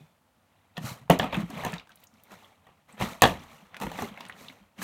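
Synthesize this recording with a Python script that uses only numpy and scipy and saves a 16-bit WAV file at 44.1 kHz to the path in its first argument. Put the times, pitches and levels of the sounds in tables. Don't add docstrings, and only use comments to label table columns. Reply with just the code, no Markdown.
import sys
import numpy as np
from scipy import signal
from scipy.fft import rfft, irfft, next_fast_len
from scipy.io import wavfile
from scipy.ndimage import uniform_filter1d

SR = 44100
rng = np.random.default_rng(int(sys.argv[2]) if len(sys.argv) > 2 else 0)


def master(y):
    cut = np.clip(np.atleast_2d(y).T, -1, 1)
    pcm = np.round(cut * 32767)
    wavfile.write(sys.argv[1], SR, pcm.astype(np.int16))


def gain_from_db(level_db):
    decades = np.asarray(level_db, float) / 20
    return 10 ** decades


N = 213311

# pitch_hz, relative density_db (per Hz)
FIZZ_COLOUR = [(2350, -52.5), (4000, 2.5), (4870, -6), (6110, -1.5), (10400, -9), (11800, -6.5),
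               (14800, -8.5), (16000, -18.5)]


def evened(x):
    return x / np.sqrt(np.mean(x ** 2) + 1e-20)


def read(points, hz):
    f, value = np.transpose(points)
    return np.interp(np.log(hz + 1), np.log(f + 1), value)


def add(mix, start_s, sound):
    part = mix[round(start_s * SR):][:len(sound)]
    part += sound[:len(part)]


def coloured(x, points):
    size = next_fast_len(len(x))
    gain = gain_from_db(read(points, np.fft.rfftfreq(size, 1 / SR)))
    return evened(irfft(rfft(x, size) * gain, size)[:len(x)])


def ring(modes, t, shift_db=0, phase=0):
    hz, db, t60 = np.transpose(modes)[:, :, None]
    level = gain_from_db(db + shift_db - 60 * t / t60)
    return (level * np.sin(2 * np.pi * (hz * t + phase))).sum(0)


def quiet_kitchen():
    # pitch_hz, relative density_db (per Hz)
    hush_colour = [(18, -61), (30, -29), (103, 1.5), (124, -22.5), (141, -7), (239, -8.5), (449, -24),
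                   (486, -17), (866, -14.5), (937, -17), (1810, -23.5), (1960, -26), (5310, -31.5),
                   (12600, -33.5), (16000, -36)]
    return gain_from_db(-68.5) * coloured(rng.standard_normal(N), hush_colour)


def fading_tones():
    # pitch_hz, level_db at the start, t60_s
    thin_tones = [(2495, -67, 0.29), (3500, -72.5, 0.46), (400, -66, 0.25)]
    return ring(thin_tones, np.arange(N) / SR)


def kitchen_echo(x):
    # pitch_hz, t60_s
    room_decay = [(100, 0.44), (400, .25), (1200, 0.17), (3000, 0.17), (8000, 0.15), (15000, 0.078)]
    taps = np.zeros((3, SR // 2))
    at = np.arange(200, SR // 2 - 20, 20)
    places = at + rng.integers(0, 20, (3, len(at)))
    np.put_along_axis(taps, places, rng.choice([-1., 1.], (3, len(at))), 1)
    hz, t, z = signal.stft(taps, SR, nperseg=256)
    t60 = np.maximum(read(room_decay, hz), .03)[:, None]
    tail = signal.istft(z * gain_from_db(-60 * t / t60), SR, nperseg=256)[1]
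    tail = tail / np.linalg.norm(tail) * np.sqrt(2)
    turn = 2 * np.pi * (np.arange(N) / SR * 25 + np.arange(3)[:, None] / 3)
    return signal.fftconvolve(x * np.cos(turn), tail, axes=1)[:, :N].sum(0)


def surge_levels():
    # top_s, slosh_db, fizz_db,
    # rise_s and fall_s (time over which the slosh changes by 20 dB; signs are ignored)
    surges = [(0.005, -65.5, -74, -10, 0.27), (0.62, -71, -95, 0.6, 3), (0.785, -47, -60, 0.03, 0.01),
              (0.878, -42, -44.5, 0.0821, 0.14), (0.99, -62, -77, 0.16, .055),
              (1.112, -26.5, -40.5, 0.001, 0.066), (1.22, -32.5, -52, 0.0212, 0.1065),
              (1.349, -36, -55, .045, 0.0866), (1.412, -41, -55.5, 0.0927, 0.0574),
              (1.515, -77, -67, 0.4, 0.175), (1.6, -41, -55.5, 0.14, 0.1251), (1.68, -39, -54, 0.13, 0.14),
              (1.765, -49, -69, 0.16, 0.03), (1.9, -58.5, -74, 0, .08), (2.045, -63, -69.5, 0.14, 0.03),
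              (2.2, -68, -76.5, 0.2, 0.1), (2.332, -51, -59.5, 0.05, 0.08), (2.44, -59.5, -68, 0.36, 0.24),
              (2.69, -65.5, -84, -0.13, 0.3), (2.888, -57, -68.5, -0.01, -0.46),
              (3.027, -34, -42.5, 0.0445, 0.1172), (3.108, -45, -51.5, 0.0749, 0.14),
              (3.259, -33, -42, 0.02, 0.1449), (3.42, -54, -65, 0.13, 0.4), (3.539, -56.5, -63, 0.1, -0.26),
              (3.825, -42, -47, .03, 0.1), (3.765, -52, -76, 0.07, 0.14), (3.94, -48, -58.5, 0.14, 0.09),
              (4.012, -40.5, -49, 0.09, 0.146), (4.088, -48.5, -57.5, 0.19, 0.02),
              (4.221, -51, -68.5, .15, 0.4), (4.418, -52.5, -57, .09, 0.22),
              (4.509, -60.5, -71, 0.37, 0.26), (4.797, -50.5, -58, 0.0348, 2.5),
              (4.83, -41, -40.5, 0.03, -2)]
    rise_bend, fall_bend = 1.77, 1.15
    top_s, slosh_db, fizz_db, rise_s, fall_s = np.transpose(surges)[:, :, None]
    at = np.arange(0, N + 64, 64)
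    t = at / SR - top_s
    bend = np.where(t < 0, abs(t / rise_s) ** rise_bend, abs(t / fall_s) ** fall_bend)
    levels = []
    for tops_db, steeper in ((slosh_db, 1), (fizz_db, 1.35)):
        power = (gain_from_db(tops_db - 20 * steeper * bend) ** 2).sum(0)
        levels.append(np.interp(np.arange(N), at, 10 * np.log10(power + 1e-14)))
    return levels


def rumble(slosh_db):
    level_db = -48.5 + 1.25 * (slosh_db + 45)
    centre_hz, wander, width_hz = 190, .15, 120
    drift = evened(uniform_filter1d(rng.standard_normal(N), size=2000))
    hz = centre_hz * (1 + wander * drift)
    r = np.exp(-np.pi * width_hz / SR)
    noise = rng.standard_normal(N) + 1j * rng.standard_normal(N)
    narrow = signal.lfilter([1], np.convolve([1, -r], [1, -r]), noise)
    shifted = narrow * np.exp(2j * np.pi * np.cumsum(hz) / SR)
    return gain_from_db(level_db) * evened(shifted.real)


def fizz(grains):
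    bursts = signal.lfilter([1], [1, -.97], grains)
    return coloured((evened(bursts) + .8) * rng.standard_normal(N), FIZZ_COLOUR)


def slosh(grains):
    # pitch_hz, relative density_db (per Hz)
    slosh_colour = [(210, -27.5), (350, -16), (409, -1), (675, -0.5), (1320, -3), (1440, -13), (1900, -4.5),
                    (3960, -13.5), (5000, -48.5), (6500, -28), (11000, -120)]
    t = np.arange(1500) / SR
    kind, splash = rng.integers(0, 24, N), np.zeros(N)
    for k, hz in enumerate(np.geomspace(400, 4600, 24)):
        bubble = np.sin(2 * np.pi * hz * t * (1 + 13.0 * t)) * np.exp(-t * hz / 6.5)
        weight = gain_from_db(read(slosh_colour, hz)) * hz
        splash += signal.oaconvolve(grains * (kind == k), weight * bubble)[:N]
    return evened(evened(splash) + 0.49 * coloured(rng.standard_normal(N), slosh_colour))


def water():
    slosh_db, fizz_db = surge_levels()
    strength = gain_from_db(3.8 * np.minimum(rng.exponential(1, N), 4))
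    grains = (rng.random(N) < 3600 / SR) * strength
    return gain_from_db(slosh_db) * slosh(grains) + gain_from_db(fizz_db) * fizz(grains) + rumble(slosh_db)


def thump(db, hz, flex_db):
    # pitch_hz, relative level_db, t60_s
    counter_modes = [(106, 0, 0.12), (174, 2.5, 0.32), (230, 10.5, 0.065), (309, 0, 0.17)]
    t = np.arange(SR // 3) / SR
    t60 = .1 * 2 ** (-(db + 30) / 27)
    turns = np.cumsum(hz * 2 ** (0.1 * np.exp(-t / 0.0081))) / SR
    tone = np.sin(2 * np.pi * turns) * gain_from_db(-60 * t / t60)
    near_db = -10 - 8.5 * abs(np.log2(np.transpose(counter_modes)[0][:, None] / hz))
    modes = ring(counter_modes, t, near_db, phase=rng.random((len(counter_modes), 1)))
    held_down = .35
    sound = tone + gain_from_db(-60 * held_down * t / t60) * modes
    sound = sound * (1 - np.exp(-t / 0.0033))
    flex = ring([(55, flex_db, 0.22)], t) * (1 - np.exp(-t / .008))
    return gain_from_db(db) * sound / abs(sound).max() + flex


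def snap(db, hz, octaves):
    t = np.arange(2048) / SR
    wide = 2 ** max(octaves, .1)
    colour = [(hz / wide ** 4, -45), (hz / wide, -10), (hz, 0), (hz * wide, -10), (hz * wide ** 4, -40)]
    envelope = gain_from_db(-60 * t / .021) * (1 - np.exp(-t / 0.00015))
    tick = coloured(rng.standard_normal(2048), colour) * envelope
    return gain_from_db(db) * tick / abs(tick).max()


def knock(wall_db, crack_db, bright_hz, contact_ms):
    # pitch_hz, relative level_db
    wall_modes = [(470, -26), (590, -12.5), (680, -23), (790, -1), (950, 1), (1150, 1.5), (1460, -9),
                  (1780, 7.5), (2000, -17), (2300, -4), (2690, 9.5), (3250, 8.5), (4200, -4)]
    t = np.arange(4096) / SR
    build_up_ms = 1
    shape = np.exp(-1000 * t / max(contact_ms, .3)) * (1 - np.exp(-1000 * t / max(build_up_ms, .05)))
    force = rng.standard_normal(4096) * gain_from_db(4.3 * rng.standard_normal(4096))
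    hz, db = np.transpose(wall_modes)
    hz = hz * (1 + 0.045 * rng.standard_normal(len(hz)))
    db = db - 8. * abs(np.log2(hz / bright_hz)) + 2 * rng.standard_normal(len(hz))
    t60 = 25 / hz
    wall = signal.fftconvolve(force * shape, ring(np.c_[hz, db, t60], t))[:len(t)]
    crack = coloured(force, FIZZ_COLOUR) * shape ** 2.0
    return gain_from_db(wall_db) * wall / abs(wall).max() + gain_from_db(crack_db + 8.0) * crack / abs(crack).max()


def scene():
    # start_s, peak_db, settled pitch_hz, flex_db
    thumps = [(0.007, -46.5, 152.4, -68), (0.778, -30.5, 163, -68), (0.81, -32.5, 161, -69),
              (0.841, -27.5, 121, -65), (0.912, -33, 119, -72.5), (1.014, -45, 126, -58.5),
              (1.05, -48, 125, -61), (1.097, -13.5, 248, -34.5), (1.104, -9, 174.6, -32),
              (1.127, -23.5, 246, -43), (1.194, -27, 184, -59.5), (1.239, -27, 268, -66),
              (1.328, -35, 261, -36), (1.373, -19.5, 199, -41.5), (1.43, -26, 174, -44),
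              (1.497, -36.5, 263, -62.5), (1.529, -38.5, 213, -60), (1.663, -32, 174, -50),
              (1.731, -30.5, 166.5, -46), (2.133, -54, 213, -82), (2.323, -50.5, 190, -74),
              (2.934, -50, 202, -71), (3.005, -30.5, 115.4, -56), (3.034, -28, 199, -56.5),
              (3.073, -36, 190, -60.5), (3.22, -23.5, 236, -34), (3.241, -21, 229, -26.5),
              (3.298, -30, 165, -53.5), (3.81, -36, 200, -48), (3.84, -31.5, 196, -34),
              (3.871, -28, 166.3, -60), (3.989, -39, 350, -70), (4.02, -29, 223, -70),
              (4.025, -29, 396, -78), (3.85, -35.5, 338, -70), (4.11, -39.5, 202, -61.5),
              (4.41, -46.5, 245, -80.5), (4.495, -49, 253, -80), (4.601, -53, 199, -58),
              (3.625, -50.5, 190, -61), (4.785, -39, 184, -63.5)]
    # start_s, peak_db, pitch_hz, spread_octaves
    snaps = [(1.0792, -47, 898, 0.67), (1.7211, -38.5, 7450, 0.84), (1.7381, -31, 2770, 0.92),
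             (1.7817, -36, 3820, 0.35), (1.7971, -35, 2510, 0.52), (1.8587, -55, 2090, 0.16),
             (1.8722, -46, 1125, 1.2), (1.893, -45.5, 1500, 0.13), (1.905, -49.5, 1510, .12),
             (1.9181, -45, 3380, 0.48), (1.9567, -42.5, 13150, 1.05), (2.0016, -50.5, 14600, 0.91),
             (2.0382, -41.5, 13740, 1.5), (2.036, -46.5, 2600, 0.48), (1.973, -51, 3400, 0.27),
             (2.07, -47.5, 6130, 0.17), (2.139, -55.5, 5300, 0.84), (2.2356, -41.5, 12000, 1.03),
             (2.4448, -47, 3180, 0.17), (2.9252, -48, 8100, 0.21), (3.2014, -51, 8940, 0.25),
             (3.2092, -41.5, 2990, .3), (3.3944, -49, 5500, 0.24), (3.436, -48, 5650, 0.98),
             (3.7441, -29, 1850, 0.67), (3.767, -28, 1820, 1.2), (3.9565, -37, 1100, 0.88),
             (4.1414, -48.5, 2600, 0.23), (4.175, -32.5, 1970, 0.33), (4.177, -38, 700, 0.49),
             (4.205, -33, 980, 0.19), (4.2077, -31, 2510, 0.6), (4.252, -34, 2700, 0.91),
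             (4.264, -41, 3500, 0.75), (4.285, -42.5, 9000, 0.34), (4.2965, -30, 1670, 0.39),
             (4.3239, -38, 2920, 0.36), (4.4838, -33, 3470, 0.24), (4.4992, -38.5, 2120, 0.27),
             (4.787, -39, 2030, .9)]
    # start_s, wall peak_db, crack peak_db less 8 dB,
    # brightest wall_hz, contact_ms (time constant of the dying force)
    knocks = [(0.768, -29, -82, 3540, 7.1), (0.778, -25.5, -41.5, 770, 1.6), (1.097, -14, -34.5, 1058, 4.7),
              (1.1, 0.5, -17, 780, 1.7), (1.106, -6, -31, 620, 3.3), (1.189, -35, -30, 1620, 3.3),
              (1.196, -8, -32, 1290, 2.6), (1.229, -19.5, -42, 1037, 3.0), (1.241, -20, -38.5, 864, 4),
              (1.326, -21, -39.5, 719, 6.6), (1.343, -23.5, -41, 2700, 3), (1.367, -24.5, -42.5, 970, 3.0),
              (1.501, -36, -47, 544, 6.8), (1.635, -23.5, -44.5, 1020, 4.8),
              (1.648, -19.5, -30.5, 563, 3.6), (1.663, -23.5, -41.5, 683, 9), (1.731, -27, -50, 1620, 1.2),
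              (2.317, -40, -54, 678, 5.1), (2.425, -50, -68, 780, 9), (2.518, -53, -75, 800, 6),
              (2.667, -46.5, -63, 722, 7.9), (2.688, -50, -70, 762, 6), (2.978, -37, -54, 940, 4.5),
              (3.0, -29.5, -40, 1315, 6.3), (3.009, -17.5, -38, 706, 7.4), (3.022, -18.5, -43, 730, 1.8),
              (3.22, 0, -7.5, 910, 1.36), (3.224, -4.5, -34, 1800, 2.1), (3.232, -2, -21.5, 1100, 3.5),
              (3.238, 2, -28.5, 1100, 1.8), (3.252, -9, -36, 934, 3.0), (3.275, -28, -38.5, 509, 2.4),
              (3.8, -35.5, -44.5, 665, 2.5), (3.812, -26.5, -35.5, 1210, 4.8),
              (3.819, -25, -40.5, 1060, 4.9), (3.833, -25.5, -40, 930, 6.2), (3.866, -25, -43, 680, 3.5),
              (3.916, -29.5, -43.5, 713, 3), (3.988, -22.5, -43, 1110, 3.1), (4.021, -22, -32.5, 600, 3.2),
              (4.817, -25, -42, 1560, 1.96)]
    bottle, counter = np.zeros((2, N))
    for mix, table, source in ((counter, thumps, thump), (bottle, snaps, snap), (bottle, knocks, knock)):
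        for start_s, *row in table:
            add(mix, start_s, source(*row))
    background = quiet_kitchen() + fading_tones()
    echo = gain_from_db(-11.0) * kitchen_echo(bottle)
    return (background + echo + water() + counter + bottle)[None]


def roll_off(x):
    return signal.sosfilt(signal.butter(12, 17080, fs=SR, output="sos"), x)


def record(dry):
    rounded = 0.75 * np.tanh(dry / 0.71)
    thin = signal.sosfilt(signal.butter(2, 45., "high", fs=SR, output="sos"), rounded)
    low_pass = signal.firwin(255, 16700, window=("kaiser", 8), fs=SR)
    finished = signal.oaconvolve(thin, low_pass[None], "same")
    return roll_off(finished)


dry = scene()
out = record(dry)
master(out)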